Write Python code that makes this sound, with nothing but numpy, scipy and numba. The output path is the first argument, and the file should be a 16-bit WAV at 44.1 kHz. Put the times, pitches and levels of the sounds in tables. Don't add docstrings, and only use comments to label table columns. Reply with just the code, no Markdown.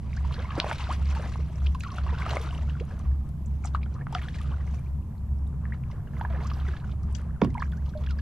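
import sys
import numpy as np
from scipy import signal
from scipy.fft import rfft, irfft, next_fast_len
from scipy.io import wavfile
from scipy.ndimage import uniform_filter1d
from numba import njit

SR = 44100
rng = np.random.default_rng(int(sys.argv[2]) if len(sys.argv) > 2 else 0)


def to_wav(sig):
    pcm = np.clip(np.atleast_2d(sig), -1, 1) * 32767
    pcm = np.round(pcm).astype(np.int16)
    wavfile.write(sys.argv[1], SR, pcm.T)


def makeup_ratio(level_db):
    decades = np.asarray(level_db, float) / 20
    return 10 ** decades


N = 362061
OPPOSED = np.array([[1], [-1]])


def curve(table):
    s, *columns = np.transpose(table)
    return [np.interp(np.arange(N) / SR, s, c) for c in columns]


def on_log(table, hz):
    f, v = np.transpose(table)
    return np.interp(np.log(np.maximum(hz, 1)), np.log(f), v)


def band(hz, width, order=2):
    size = next_fast_len(N)
    f = np.fft.rfftfreq(size, 1 / SR)
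    bell = 1 / (1 + (2 * (f - hz) / width) ** 2) ** (order / 2)
    x = irfft(rfft(rng.standard_normal(size)) * bell, size)[:N]
    return x / x.std()


def walk(rate):
    k = int(SR / rate)
    held = np.repeat(rng.standard_normal(N // k + 1), k)
    return 1.264 * uniform_filter1d(uniform_filter1d(held, k), k)[:N]


@njit
def ring(s, size, hz, t60, glide, rise, pan, turn, top):
    out = np.zeros((2, N))
    for k in range(len(s)):
        fall = np.exp(-np.log(1000) / (t60[k] * SR))
        swell = np.exp(-1 / (rise[k] * SR))
        ratio = rise[k] * np.log(1000) / t60[k]
        gain = size[k] * (1 + ratio) * (1 + 1 / ratio) ** ratio
        f, step, phase = hz[k], 2 ** (glide[k] / SR), turn[k]
        a, b = 1., 1.
        start = int(s[k] * SR)
        for i in range(max(start, 0), min(start + int(t60[k] * SR), N)):
            v = gain * a * (1 - b) * np.sin(phase)
            out[0, i] += v * pan[k]
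            out[1, i] += v / pan[k]
            a, b = a * fall, b * swell
            phase += 2 * np.pi * f / SR
            f = min(f * step, top * hz[k], .45 * SR)
    return out


def tones(s, db, hz, t60_ms, glide, rise_ms, pan_db, turn):
    t60_s = np.maximum(t60_ms, .2) / 1000
    rise_s = np.maximum(rise_ms, .02) / 1000
    rows = np.broadcast_arrays(s, makeup_ratio(db), hz, t60_s, glide, rise_s, makeup_ratio(pan_db / 2), turn)
    return ring(*(np.array(r, float) for r in rows), 2.97)


def swarm(db, pan_db, lo_hz, hi_hz, cycles, tail_db, slope_db, scatter_db, bunch_db, count):
    u = rng.random((count, 6)).T
    at = (u[0] * N).astype(int)
    octaves = u[1] * np.log2(hi_hz / lo_hz)
    hz = lo_hz * 2 ** octaves
    size_db = -tail_db * np.log(1 - .99 * u[2]) + slope_db * octaves + bunch_db[at]
    t60_ms = 1000 * cycles * (0.22 + 1.59 * u[3]) / hz
    size_db -= 10 * np.log10(np.sum(makeup_ratio(2 * size_db) * t60_ms / 1000) * SR / N / 20)
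    glide = 700 * (u[4] - .15) / t60_ms
    side_db = pan_db[at] + scatter_db * (2 * u[5] - 1)
    return tones(u[0] * N / SR, size_db + db[at], hz, t60_ms, glide, t60_ms / 5, side_db, 2 * np.pi * u[5])


# (frequency [Hz], level [dB per Hz])
MARSH_SPECTRUM = [(20, -61), (45, -59), (90, -56), (150, -59.5), (230, -72.5), (265, -75), (400, -86.5),
                  (600, -91), (1000, -88.5), (1500, -105), (2200, -105), (4000, -113), (7500, -112),
                  (10000, -113), (13500, -117), (15000, -124), (16000, -140)]
# (frequency [Hz], correlation [0-1])
MARSH_LIKENESS = [(25, 0.4), (45, 1), (100, 1), (160, 1), (300, 0.95), (700, 0.74), (1400, 0.5),
                  (3100, 0.071), (6800, 0.027)]


def marsh():
    f = np.fft.rfftfreq(N, 1 / SR)
    alike = np.clip(on_log(MARSH_LIKENESS, f), 0, 1)
    shape = makeup_ratio(on_log(MARSH_SPECTRUM, f)) * np.sqrt(SR / 4)
    mid, side = rfft(rng.standard_normal((2, N))) * shape
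    return irfft(mid * np.sqrt(1 + alike) + side * np.sqrt(1 - alike) * OPPOSED, N)


# (time [s], level [dB])
INSECT_SWELLS = [(0.0, -90.5), (1.2, -90), (1.45, -74), (1.8, -76), (2.0, -90), (2.85, -87), (3.05, -74),
                 (3.55, -70), (3.75, -92), (4.6, -88), (4.8, -70), (5.3, -72), (5.5, -79), (6.0, -76),
                 (6.2, -69), (6.68, -71), (6.8, -90), (7.5, -81), (7.75, -74), (8.21, -73)]


def insects():
    hiss = np.array([band(12100, 3300, order=4) * makeup_ratio(2.2 * walk(28)) for _ in range(2)])
    hiss = hiss * makeup_ratio(1.2 * walk(9))
    balance_db = np.array([[-2.5], [2.5]])
    return makeup_ratio(curve(INSECT_SWELLS)[0] - 7.5 + balance_db) * hiss


# (time [s], level [dB])
DRONE_SWELLS = [(0.0, -34), (0.27, -27), (0.62, -37.5), (1.1, -27.5), (1.35, -39), (1.42, -24.5),
                (1.51, -36), (1.67, -22.5), (1.94, -43.5), (1.99, -27.5), (2.26, -33.5), (2.86, -33),
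                (2.95, -39), (3.02, -31.5), (3.13, -25), (3.27, -38), (3.31, -33), (3.91, -30.5),
                (4.05, -54), (4.18, -31), (4.3, -44), (4.46, -30), (5.01, -32), (5.14, -52), (5.19, -31),
                (5.92, -36), (5.94, -41), (6.35, -27), (6.47, -34), (6.68, -27.5), (6.81, -45), (6.88, -33),
                (7.87, -31.5), (7.93, -38), (8.12, -27), (8.21, -34.5)]
# (frequency [Hz], width [Hz], level [dB])
ENGINE_OVERTONES = [(134.7, 8.6, -44.5), (158.5, 4.8, -46.5), (214, 24.7, -50), (99, 32, -47.5)]


def engine():
    drone_hz = 69.3 + 0.52 * walk(9) + 0.671 * walk(1.47)
    tone = np.sqrt(2) * np.sin(2 * np.pi * np.cumsum(drone_hz) / SR)
    tone = tone + 0.31 * band(60.7, 20)
    scattered = 0.11 * band(67, 10) * OPPOSED
    low = makeup_ratio(curve(DRONE_SWELLS)[0] + 2.0 * walk(11)) * (tone + scattered)
    upper = 0
    for hz, width_hz, level_db in ENGINE_OVERTONES:
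        smeared = band(hz, width_hz) + 0.094 * band(hz, width_hz) * OPPOSED
        upper = upper + makeup_ratio(level_db) * smeared
    return (low + upper) * makeup_ratio(np.array([[-.2], [.2]]))


# (time [s], level [dB], contact [ms])
HULL_KNOCKS = [(7.415, -22, 0.54), (7.4173, -12, 0.38), (7.4353, -28, 0.12), (7.4462, -22.5, 0.64)]
# (frequency [Hz], level [dB], t60 [ms])
HULL_MODES = [(104.2, -19, 730), (134.3, -17, 700), (188.7, -1.5, 90), (233, -12, 440), (292.4, -10, 130),
              (376, -14, 42), (446, -1, 9.5), (683, -20, 40), (944, -7.5, 17), (1110, -23, 90),
              (1400, -20, 17), (1820, -19.5, 12), (2300, -12.5, 7.7), (3600, -17, 12), (5350, -18.5, 8.9)]


def hull():
    hz, mode_db, t60_ms = np.transpose(HULL_MODES)
    late_s = 0.057 * (hz ** -.5 - hz.max() ** -.5)
    turn = np.pi * np.arange(len(hz))
    out = 0
    for s, db, contact_ms in HULL_KNOCKS:
        dull_db = -10 * np.log10(1 + (hz * contact_ms / 1000) ** 4)
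        out = out + tones(s + late_s, db + mode_db + dull_db, hz, t60_ms, 0., 900 / hz, -3.5, turn)
    return out


# (time [s], peak level [dB], frequency [Hz], half-length [ms])
STEM_SNAP = [(.6011, -5.5, 3500, .13)]


def stem():
    t = np.arange(N) / SR
    click = 0
    for s, db, hz, half_ms in STEM_SNAP:
        bell = np.exp(-.5 * ((t - s) * 1000 / half_ms) ** 2)
        click = click + makeup_ratio(db) * bell * np.cos(2 * np.pi * hz * (t - s) - .5)
    return click * makeup_ratio(np.array([[.6], [-.6]]))


# (time [s], level [dB], centre frequency [Hz])
DROPLET_TICKS = [(0.3222, -53, 8590), (0.601, -47, 8200), (0.6454, -54, 8870), (0.6649, -52.5, 8540),
                 (0.7038, -47.5, 8240), (0.729, -42, 8840), (0.7826, -51, 8770), (0.8305, -57.5, 8620),
                 (0.914, -48, 8490), (0.9702, -49, 11900), (1.0475, -58, 8840), (1.1508, -50, 8600),
                 (1.3603, -55.5, 8420), (1.7185, -58, 9260), (1.7499, -50, 8800), (1.799, -44, 9000),
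                 (1.8357, -44, 8400), (1.915, -56, 8100), (1.9604, -50, 9200), (2.1989, -53, 9540),
                 (2.2927, -50, 8300), (2.3261, -51, 8170), (2.415, -41, 7900), (2.4404, -51.5, 8900),
                 (2.4843, -58, 9010), (2.5167, -57, 8210), (2.5356, -55, 8900), (2.852, -51, 8700),
                 (2.9936, -57, 8900), (3.2894, -54, 9360), (3.6481, -55, 8700), (3.6561, -52, 9230),
                 (3.6855, -60, 9990), (3.7474, -54, 8690), (4.125, -45.5, 8800), (4.2228, -51, 11900),
                 (4.2592, -66, 8600), (4.3844, -62, 8000), (4.3844, -56, 8600), (4.4149, -49, 9600),
                 (4.7937, -56, 9290), (5.475, -55, 9430), (6.195, -54, 8980), (6.4438, -58, 8720),
                 (6.4687, -52, 8710), (6.6722, -61, 8590), (7.0309, -56, 9170), (7.1117, -62, 8400),
                 (7.124, -62, 8660), (7.1626, -54, 8900), (7.186, -51, 8000), (7.215, -54, 8560),
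                 (7.4175, -56, 8350), (7.447, -43, 8970), (7.543, -52, 8830), (7.5792, -57, 8350),
                 (7.6969, -56, 8850), (7.717, -56, 8880), (8.0925, -64, 8540), (8.109, -50, 8350)]


def ticks():
    s, db, hz = (np.repeat(c, 8) for c in np.transpose(DROPLET_TICKS))
    u = rng.random((len(s), 3)).T
    octaves = u[1] - .45
    pitch_hz = np.minimum(hz * 2 ** octaves, 14500)
    size_db = db - 2.5 - 6 * abs(octaves)
    return tones(s + 0.0013 * u[0], size_db, pitch_hz, 2.1, 0., .15, 0., 2 * np.pi * u[2])


# (time [s], level [dB], centre frequency [Hz], left
# minus right [dB], spread [octaves])
SURFACE_DROPS = [(0.137, -52, 5300, -0.5, 1.9), (0.165, -43.5, 4940, 1, 1.5), (0.322, -38, 2930, 1.0, 1.2),
                 (0.342, -39, 3840, 1.0, 1.05), (0.391, -44, 3330, 1.0, 0.5), (0.421, -46, 3470, 1.5, 0.9),
                 (0.505, -39, 2750, 7, 1.8), (0.5536, -43.5, 5260, 3, 1.5), (0.6948, -45, 3380, 0.5, 1.7),
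                 (0.7122, -35, 2600, 0.5, 1.9), (0.727, -36.5, 3600, 1, 1.4), (0.754, -38, 3700, 0.0, 1.8),
                 (0.784, -37.5, 3720, 2.0, 1.7), (0.808, -37.5, 3470, 4, 1.9), (0.84, -40, 3630, 0, 0.96),
                 (0.906, -43, 3500, 1.0, 1.8), (0.9268, -36.5, 5450, 1.5, 2),
                 (1.056, -45.5, 4560, 1.5, 1.7), (1.1055, -43, 3600, 1.5, 2.3),
                 (1.1503, -41, 3930, 0.5, 1.8), (1.647, -51, 3900, -4, 1.6), (1.6623, -37, 3600, 4, 1.6),
                 (1.748, -42.5, 3900, 2, 2), (1.8063, -40, 5630, -1.0, 2.2), (1.835, -35.5, 3040, 1, 2.2),
                 (1.845, -44, 3100, 4, 1.9), (1.871, -46, 3700, 1.5, 1.5), (1.902, -45, 2930, 1, 1.5),
                 (1.918, -46.5, 4900, 1, 0.78), (1.968, -46, 3200, 0.5, 1.5), (1.984, -40, 2900, 1, 2.1),
                 (2.037, -47, 3900, 0.5, 2.4), (2.1825, -39.5, 3700, 1.0, 2.2),
                 (2.2917, -37, 4500, -1.0, 2.4), (2.3076, -32.5, 3820, 2, 2.3), (2.394, -50, 6150, 0.0, 1),
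                 (2.412, -42, 3400, 2, 0.3), (2.46, -50, 3530, 0.0, 1.4), (2.4892, -48, 3470, 0.5, 1.2),
                 (2.6965, -54, 4550, 1.0, 2.3), (2.799, -41.5, 3730, 1.0, 2.4),
                 (2.9925, -49.5, 6880, 4, 2.8), (3.29, -61.5, 6370, -11, 2.1), (3.459, -52.5, 7200, 4, 0.6),
                 (3.644, -42, 6640, -2, .7), (3.6555, -36.5, 7030, 3, 0.59), (3.672, -45, 4580, 1, 1.35),
                 (3.7468, -37.5, 3380, 1, 2.7), (3.83, -51.5, 4300, 2.0, 0.9),
                 (3.9435, -56.5, 5600, 0.0, 1.1), (4.125, -42, 3900, 0, 2.8), (4.147, -34.5, 4100, 3, 2.6),
                 (4.1914, -59, 5750, 2.0, 1.6), (4.215, -39, 2460, 0.5, 1.6), (4.232, -42, 2800, 1, 1.8),
                 (4.2867, -48, 3500, 1.0, 1.7), (4.3031, -59, 5030, 0.5, 1.6),
                 (4.3412, -49, 4060, 0.5, 2.6), (4.386, -48, 3480, 1.5, 1.8),
                 (4.414, -45.5, 3420, 0.0, 2.1), (4.7064, -61, 3600, -2, 1.7), (5.74, -57, 3490, 0, 1.3),
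                 (5.913, -51, 4300, 0.0, 1.5), (6.212, -48.5, 3300, 2, 1.15),
                 (6.435, -44.5, 3790, -1.0, 1.8), (6.471, -45, 5770, -1.0, .9),
                 (6.5007, -42.5, 3500, -3, 1.2), (6.535, -44, 4200, 0, 1.2), (6.547, -59, 5360, 0, 0.72),
                 (6.3, -50, 3600, 0, 1.8), (6.6, -47, 3230, -1, .8), (6.7655, -46, 3320, -3, 1.7),
                 (6.8, -56, 3300, -1, 1.5), (6.895, -55.5, 3500, -3, 1.6), (6.9158, -49, 3400, -2, 1.3),
                 (7.0314, -56.5, 5800, -1, 1.1), (7.125, -53.5, 8700, -3, 2), (7.1486, -41, 6560, 12, 0.49),
                 (7.15, -39.5, 3600, 13, 2.5), (7.165, -48, 6500, 8, 1), (7.1884, -60, 3750, -8, 2.2),
                 (7.416, -38, 3450, -2, 2.4), (7.4445, -38, 3600, 2, 2.2), (7.5028, -55, 4770, -1.5, 1.7),
                 (7.5425, -57, 4000, -3, 2.1), (7.647, -58, 5660, -2.0, .8), (7.597, -49, 4830, -2, 0.51),
                 (7.618, -46, 4850, -1, 2.5), (7.7175, -54, 4100, -5, 2), (7.769, -53, 6350, -1, 1.1),
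                 (7.858, -49.5, 4000, -2, 1.2), (7.892, -50, 4800, 1, 1.8), (7.9748, -52.5, 4340, 0, 1.4),
                 (8.038, -47, 3760, -1.5, 2.1), (8.064, -44.5, 3800, -3, 1.3), (8.093, -43, 3750, 1.5, 1.8),
                 (8.108, -41, 3830, -1, 1.5), (8.1888, -42.5, 3500, -1.0, 2.1)]


def drops():
    s, db, hz, pan_db, spread = (np.repeat(c, 40) for c in np.transpose(SURFACE_DROPS))
    u = rng.random((len(s), 4)).T
    t60_ms = 45
    late_ms = .5 * t60_ms * u[0] ** 1.1 - 2.5 * u[2] ** 3
    octaves = spread * (u[1] - .55)
    pitch_hz = np.minimum(hz * 2 ** octaves, 14800)
    size_db = db - 60 * late_ms / t60_ms - 9 * abs(octaves) - 5 * np.maximum(octaves, 0)
    side_db = pan_db + 4 * (u[2] - .5)
    return tones(s + late_ms / 1000, size_db, pitch_hz, 26000 / pitch_hz, 30., 0.25, side_db,
                 2 * np.pi * u[3])


# (time [s], pitch [Hz], level [dB])
BLADE_SQUEAK = [(1.843, 1448, -62), (1.85, 1400, -45.5), (1.865, 1150, -49), (1.875, 1042, -51),
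                (1.89, 1157, -49), (1.91, 1193, -44), (1.93, 1070, -50), (1.943, 1060, -53),
                (1.95, 1000, -73), (1.97, 1000, -130)]


def squeak():
    hz, db = curve(BLADE_SQUEAK)
    db[:int(BLADE_SQUEAK[0][0] * SR)] = -130
    pitch_hz = hz * (1 + .07 * walk(200) + .04 * walk(700))
    return np.sqrt(2) * makeup_ratio(db + 5.3 * walk(160)) * np.sin(2 * np.pi * np.cumsum(pitch_hz) / SR)


# (time [s], left minus right [dB])
SIDE_OF_STROKES = [(0, 0), (4.9, 1), (5.4, 3.5), (6.2, -2), (6.8, -1), (7.16, 5), (7.3, -1), (8.21, -2.5)]


def stroke_side():
    return curve(SIDE_OF_STROKES)[0]


# (time [s], churn [dB], froth [dB])
BLADE_CHURN = [(0, -57, 4.5), (.22, -55.5, 3.5), (.32, -51.5, 5.5), (.5, -48.5, -0.5), (.6, -46, -2.5),
               (.72, -46.5, 8), (.765, -51.5, 8), (.82, -46.5, 7), (.88, -47.5, 5.5), (.95, -50.5, 10),
               (1.01, -54, 2), (1.07, -53, 8.5), (1.15, -49, 3), (1.25, -50.5, 1), (1.29, -54.5, 7.5),
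               (1.4, -55, 6.5), (1.47, -57.5, 3.5), (1.78, -62, 6), (1.86, -57.5, 8.5), (2.05, -50.5, -1),
               (2.24, -46.5, 0), (2.37, -49.5, 5), (2.55, -54, 7), (2.65, -55.5, 3.5), (3.02, -58, 0.5),
               (3.3, -65, -1), (3.62, -65.5, 6), (3.67, -59, 8.5), (3.72, -65, -6), (3.76, -57.5, 7),
               (3.8, -61.5, -16), (3.89, -61.5, -1), (3.94, -60.5, 4), (3.985, -58, -16), (4.02, -53, -13),
               (4.045, -73, -12), (4.08, -55, -6), (4.17, -53, 5.5), (4.24, -54.5, 7.5), (4.28, -56.5, 3.5),
               (4.35, -54, 9), (4.43, -57.5, 6.5), (4.5, -55.5, 0), (4.8, -62, 5), (4.99, -67, -5.5),
               (5.5, -67.5, -18), (5.75, -57.5, -4), (5.8, -63.5, -8), (5.92, -57.5, -0.5),
               (5.98, -62, -14), (6.15, -59, -2), (6.36, -51, -8), (6.46, -49, 3), (6.55, -55, 2),
               (6.68, -50, 3.5), (6.79, -54.5, 1), (6.83, -57.5, -6.5), (6.91, -57.5, 4), (6.95, -60.5, -4),
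               (7.05, -61.5, -4), (7.2, -56.5, 1), (7.32, -60, -20), (7.62, -61, 3.5), (7.8, -63, 0.5),
               (8.08, -57.5, 0.5), (8.21, -62, 0)]
# (level [dB], churn slope [dB per dB], froth slope [dB per dB])
GURGLE, BABBLE, FIZZ = (-57.5, 0.86, -0.0027), (-54.5, 1.29, -0.18), (-64, 1.37, 1)
SPRAY, DRIPS = (-76, 1, 1.38), (-61, 1.8, -0.12)
# (level [dB], churn slope [dB per dB], froth slope [dB per dB])
WASH_FOLLOW = (-67.5, 2.1, 0.54)
# (level [dB], churn slope [dB per dB], froth slope [dB per dB])
MIST_FOLLOW = (-82.5, 1.4, 1.1)


def stirred_water():
    churn_db, froth_db = curve(BLADE_CHURN)
    pan_db = stroke_side()

    def follow(layer):
        db, churn_slope, froth_slope = layer
        return db + churn_slope * (churn_db + 53) + froth_slope * froth_db

    slop, spit = 2.2 * walk(40), walk(130)
    gurgle = swarm(follow(GURGLE), pan_db, 286.3, 741, cycles=11.6, tail_db=2.6, slope_db=4.2,
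                   scatter_db=1.3, bunch_db=1.5 * slop, count=3500)
    babble = swarm(follow(BABBLE), pan_db, 851, 1736, cycles=12.4, tail_db=5.44, slope_db=-2.3,
                   scatter_db=1.3, bunch_db=slop + 1.5 * spit, count=13000)
    fizz = swarm(follow(FIZZ), pan_db + 3.0, 1820, 5500, cycles=12.8, tail_db=3.4, slope_db=-2.4,
                 scatter_db=2.7, bunch_db=slop + 1.6 * spit, count=26000)
    spray = swarm(follow(SPRAY), pan_db + 1.5, 5350, 11500, cycles=19.5, tail_db=4.7, slope_db=-14.0,
                  scatter_db=13.0, bunch_db=1.3 * slop + 3.5 * spit, count=24000)
    wash = swarm(follow(WASH_FOLLOW), pan_db, 900, 7000, cycles=8, tail_db=1.5, slope_db=-2.3,
                 scatter_db=3., bunch_db=0.83 * slop + 1.5 * spit, count=12000)
    drips = swarm(follow(DRIPS), pan_db, 600, 3000, cycles=18, tail_db=1.1, slope_db=-0.88,
                  scatter_db=2.5, bunch_db=slop, count=2600)
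    mist = swarm(follow(MIST_FOLLOW), pan_db, 7000, 14500, cycles=25, tail_db=4.1, slope_db=-3.5,
                 scatter_db=3.6, bunch_db=2.9 * slop + 2. * spit, count=6000)
    return gurgle + babble + fizz + spray + wash + drips + mist


# (time [s], peak level [dB], start pitch [Hz], t60 [ms], glide [octaves/s])
AIR_POCKETS = [(0.131, -37, 2180, 6.2, 34), (0.168, -40.5, 1430, 57, 29), (0.248, -32, 1010, 22, -17),
               (0.31, -30.5, 1110, 9.6, 13), (0.378, -39.5, 447, 140, 9.5), (0.363, -41, 1480, 36, 42),
               (0.446, -33, 1003, 29, 2), (0.454, -40, 2100, 23, 11), (0.566, -31, 771, 14, 10),
               (0.572, -33, 1098, 11, 17), (0.612, -36, 2900, 10, 5), (0.626, -32.5, 970, 45, 10),
               (0.661, -41, 2380, 35, 17), (0.72, -26, 613, 23, -2), (0.577, -27, 552, 45, -7),
               (0.578, -24.5, 309.6, 35, 6), (0.644, -18, 690, 5.2, 19), (0.661, -29, 580, 40, 5),
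               (0.663, -33, 968, 71, 13), (0.713, -19.5, 1400, 5.2, -12), (0.712, -24, 854, 48, 7.5),
               (0.728, -34, 2300, 32, 0), (0.811, -41, 3100, 32, -12), (0.87, -31, 1400, 9.7, -5),
               (0.889, -30.5, 581, 96, 47.5), (0.905, -25, 992, 63, 22), (1.164, -32, 890, 46, 0),
               (1.195, -34, 472, 39, 52), (1.26, -36.5, 2010, 9.3, -6), (1.357, -30, 990, 7.7, 23),
               (1.39, -38.5, 344, 39, 51), (1.669, -29, 2850, 6.7, 85), (1.749, -29, 1060, 34, -6),
               (1.807, -32.5, 2620, 7.5, -11.5), (1.836, -36, 1370, 21, 3), (1.884, -39, 1400, 31, 7),
               (1.965, -46, 770, 35, 3), (2.013, -46, 1800, 12, 0), (2.048, -55, 3150, 10, 0),
               (2.106, -45, 3600, 10, 0), (2.424, -49, 2200, 9, 0), (2.549, -38, 3020, 7.9, 10),
               (2.622, -44, 1950, 10, 0), (2.587, -42, 600, 23, 5), (0.425, -40, 2000, 18, 10),
               (0.414, -48, 2650, 12, 0), (0.491, -34, 1154, 10, 0), (0.506, -30.5, 1153, 20, -8),
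               (0.52, -40, 2260, 12, 0), (0.565, -47, 2270, 20, 2), (3.639, -44, 2300, 12, 0),
               (3.64, -43, 1440, 16, -30), (3.649, -41, 2250, 7.3, -10), (3.658, -37, 825, 13, 7),
               (3.671, -44, 1200, 10, 30), (3.74, -51, 3700, 8.7, 0), (3.767, -45, 1350, 15, 0),
               (3.79, -51, 1145, 25, 0), (3.864, -49, 760, 16, 0), (3.858, -58, 3200, 11, 0),
               (4.355, -45, 1600, 25, 8), (4.445, -46, 1260, 25, 0), (4.516, -46.5, 2980, 11, 0),
               (4.582, -53, 2000, 15, 0), (4.608, -46, 1960, 15, -5), (4.743, -51, 2500, 12, 0),
               (4.86, -57, 2190, 53, 25), (5.024, -60.5, 2580, 8, -1), (5.153, -59, 1970, 8, 0),
               (5.18, -56, 4200, 5.3, 21), (5.387, -60.5, 5400, 6, 0), (5.469, -56, 3600, 10, 20),
               (7.503, -50, 2000, 20, 9.5), (7.543, -47, 2440, 13, -10), (7.544, -50, 3100, 9, 0),
               (7.573, -39, 1600, 7, 0), (7.603, -37, 1670, 25, 10), (7.611, -48, 3440, 9, 10),
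               (7.637, -42, 2300, 13, 10), (7.655, -47, 1600, 15, 0), (7.719, -47.5, 3430, 12, -7),
               (7.724, -44, 1700, 9, -2), (7.768, -52, 1400, 100, 17), (1.983, -28.5, 1430, 19, -22),
               (2.065, -31, 1000, 27, 29), (2.08, -42, 2730, 14, 10), (2.084, -38, 925, 55, -1),
               (2.125, -36.5, 472, 47, -3), (2.144, -37, 1400, 17, 14), (2.188, -40, 1030, 30, 8),
               (2.214, -32, 1510, 35, 6), (2.228, -34, 1130, 22, 17), (2.262, -37, 660, 21, 5),
               (2.293, -33, 2840, 14, 3), (2.361, -26, 1030, 12, 4), (2.464, -41, 1290, 47, 8.5),
               (2.488, -40, 1390, 30, 11), (2.503, -43, 700, 42, 1), (2.527, -37.5, 970, 16, 17),
               (2.556, -44, 870, 25, 12), (2.09, -37, 1690, 25, 34), (2.126, -34, 1010, 52, -10),
               (2.221, -27.5, 2090, 15, 30), (2.263, -26.5, 1240, 20, 17), (2.298, -25, 1280, 4.5, 72),
               (2.312, -35, 517, 70, 36), (2.334, -24, 820, 7.9, 17), (2.369, -21.5, 1180, 4.6, -10),
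               (2.367, -22, 600, 18.4, -15), (2.369, -24, 1990, 11, 46), (2.399, -38, 435, 74, 5),
               (2.446, -36, 1180, 27, 36), (2.509, -37.5, 2930, 12, 1), (2.578, -41, 2890, 10, -11),
               (2.585, -42, 1230, 20, 12), (2.697, -37.5, 2780, 7.8, 28), (2.752, -41.5, 1460, 22, -14),
               (2.799, -41, 2260, 11, 23), (2.808, -32, 379, 49, 39), (3.648, -33.5, 754, 25, 6.5),
               (3.649, -33, 1230, 9.5, 10), (3.748, -18.5, 1045, 16.5, 82), (3.813, -55, 1930, 37, 88),
               (3.861, -43, 1400, 12, 0), (3.951, -44, 980, 37, 15), (4.192, -38, 1760, 25, 15),
               (4.222, -39.5, 1140, 18, 11), (4.252, -40.5, 1400, 30, 8), (4.286, -36, 3400, 6.4, -2),
               (4.408, -40.5, 1230, 30, -7), (4.16, -46, 1010, 20, 10), (4.165, -37.5, 1760, 16, -14),
               (6.0, -57, 1500, 25, 8), (6.11, -57, 1310, 24, 10), (4.61, -49, 1460, 29, 17),
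               (3.831, -38, 2220, 12, 50), (3.963, -40.5, 1180, 23, 14), (4.01, -41.5, 1710, 37, 10),
               (4.069, -25, 1250, 3.5, 13), (4.126, -32, 830, 27, 15), (4.15, -20, 3050, 2.6, 44),
               (4.15, -20.5, 1360, 13, -19), (4.15, -29.5, 736, 68, -1.5), (4.184, -33, 2200, 6.6, 15),
               (4.284, -33.5, 1700, 12, 20), (4.344, -39, 2190, 6.2, 27), (4.385, -43, 1910, 46, -14),
               (4.517, -42.5, 1040, 56, 18), (4.54, -40, 1370, 19, 18), (4.675, -46, 2160, 14, -20),
               (4.785, -51, 2300, 27, 5), (5.654, -37.5, 1810, 8.6, -15.5), (5.722, -32.5, 1710, 22, 51),
               (5.837, -45.5, 2300, 5.2, 37), (5.735, -44.5, 2090, 13, 10), (6.135, -49, 1700, 15, 10),
               (5.901, -38.5, 1020, 10, -7), (5.916, -50, 1980, 27, 18), (6.076, -55, 2960, 19, -15),
               (6.167, -44, 2080, 17, -10), (6.196, -39, 1100, 21, 90), (6.211, -30, 1540, 6.2, -4),
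               (6.211, -27.5, 835, 36, 21.5), (6.25, -28, 1550, 11.3, 44), (6.249, -26.5, 856, 22, 46),
               (6.3, -41.5, 697, 120, -5), (6.336, -42, 565, 100, -7), (6.568, -42, 800, 33, 0),
               (6.651, -41, 1320, 29, 7), (6.687, -31.5, 1500, 8.6, 10), (6.737, -40, 1270, 24, 6),
               (6.348, -36, 1730, 11, 5), (6.388, -41, 366, 90, 13), (6.447, -34.5, 1003, 63, 19.5),
               (6.515, -30, 1130, 14, 19), (6.666, -42, 2090, 21, -25), (6.68, -40, 434, 80, -16),
               (6.734, -42.5, 1670, 44, 0), (6.767, -43, 1738, 21, -3), (7.432, -35.5, 633, 90, -31),
               (7.471, -34.5, 390, 62, -10), (7.448, -39, 322, 120, -8), (7.49, -31, 261, 110, -7),
               (7.551, -28, 1002, 43, -10.5), (7.575, -36, 773, 75, 19), (7.58, -35.5, 2160, 15, -12),
               (7.591, -35, 920, 37, 10), (7.622, -19, 1220, 12, -44), (7.626, -22.5, 1710, 5.1, 83),
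               (7.733, -41.5, 1530, 26, -10), (7.937, -43, 1500, 17, 11), (7.95, -33.5, 612, 144, -0.5),
               (8.072, -37.5, 1620, 9.5, 16), (8.089, -42, 2800, 11, -13), (8.101, -44, 1506, 110, -9.5),
               (8.188, -40.5, 1650, 26, 5)]


def air_pockets():
    s, db, hz, t60_ms, glide = np.transpose(AIR_POCKETS)
    pan_db = stroke_side()[(s * SR).astype(int)]
    rise_ms = 0.035 * t60_ms + 0.85 * 1000 / hz
    pockets = makeup_ratio(0.96 * walk(220)) * tones(s, db, hz, t60_ms, glide, rise_ms, pan_db, 0 * s)
    u = rng.random((len(s), 4, 4)).T
    late_ms = .6 * np.minimum(t60_ms, 40) * u[0]
    shed_db = db - 12 - 8 * u[1] - 22 * late_ms / t60_ms
    shed_hz = hz * 2 ** (1.1 * (u[2] - .4))
    columns = (s + late_ms / 1000, shed_db, shed_hz, 9000 / hz, 20 * u[3], 900 / hz, pan_db, 2 * np.pi * u[3])
    shed = tones(*(np.ravel(c + 0 * u[0]) for c in columns))
    return pockets + shed


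def paddle():
    return air_pockets() + stirred_water()


# (frequency [Hz], left minus right [dB])
PORT_SHADE = [(3000, -0.5), (5000, -1), (7500, 0), (9000, -8.5), (13000, -3)]


def shade(x):
    size = next_fast_len(N)
    db = on_log(PORT_SHADE, np.fft.rfftfreq(size, 1 / SR))
    return irfft(rfft(x, size) * makeup_ratio(np.array([db, -db]) / 2), size)[:, :N]


def reflections(near):
    t = np.arange(int(0.064 * SR)) / SR
    echo = rng.standard_normal((2, len(t))) * makeup_ratio(-60 * t / 0.13) * (t > .0008)
    echo = echo / np.sqrt(np.sum(echo ** 2) / 2)
    return makeup_ratio(-12.5) * signal.fftconvolve(near, echo, axes=1)[:, :N]


def scene():
    near = shade(paddle() + squeak() + drops() + ticks() + hull() + stem())
    return near + reflections(near) + engine() + marsh() + insects()


def top_cut(x):
    return signal.sosfilt(signal.butter(12, 15690, fs=SR, output="sos"), x)


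def record(dry):
    lag_s = np.array([[2.8e-5], [0]])
    delay = np.exp(-2j * np.pi * np.fft.rfftfreq(N, 1 / SR) * lag_s)
    ports = irfft(rfft(dry) * delay, N)
    return top_cut(ports)


dry = scene()
out = record(dry)
to_wav(out)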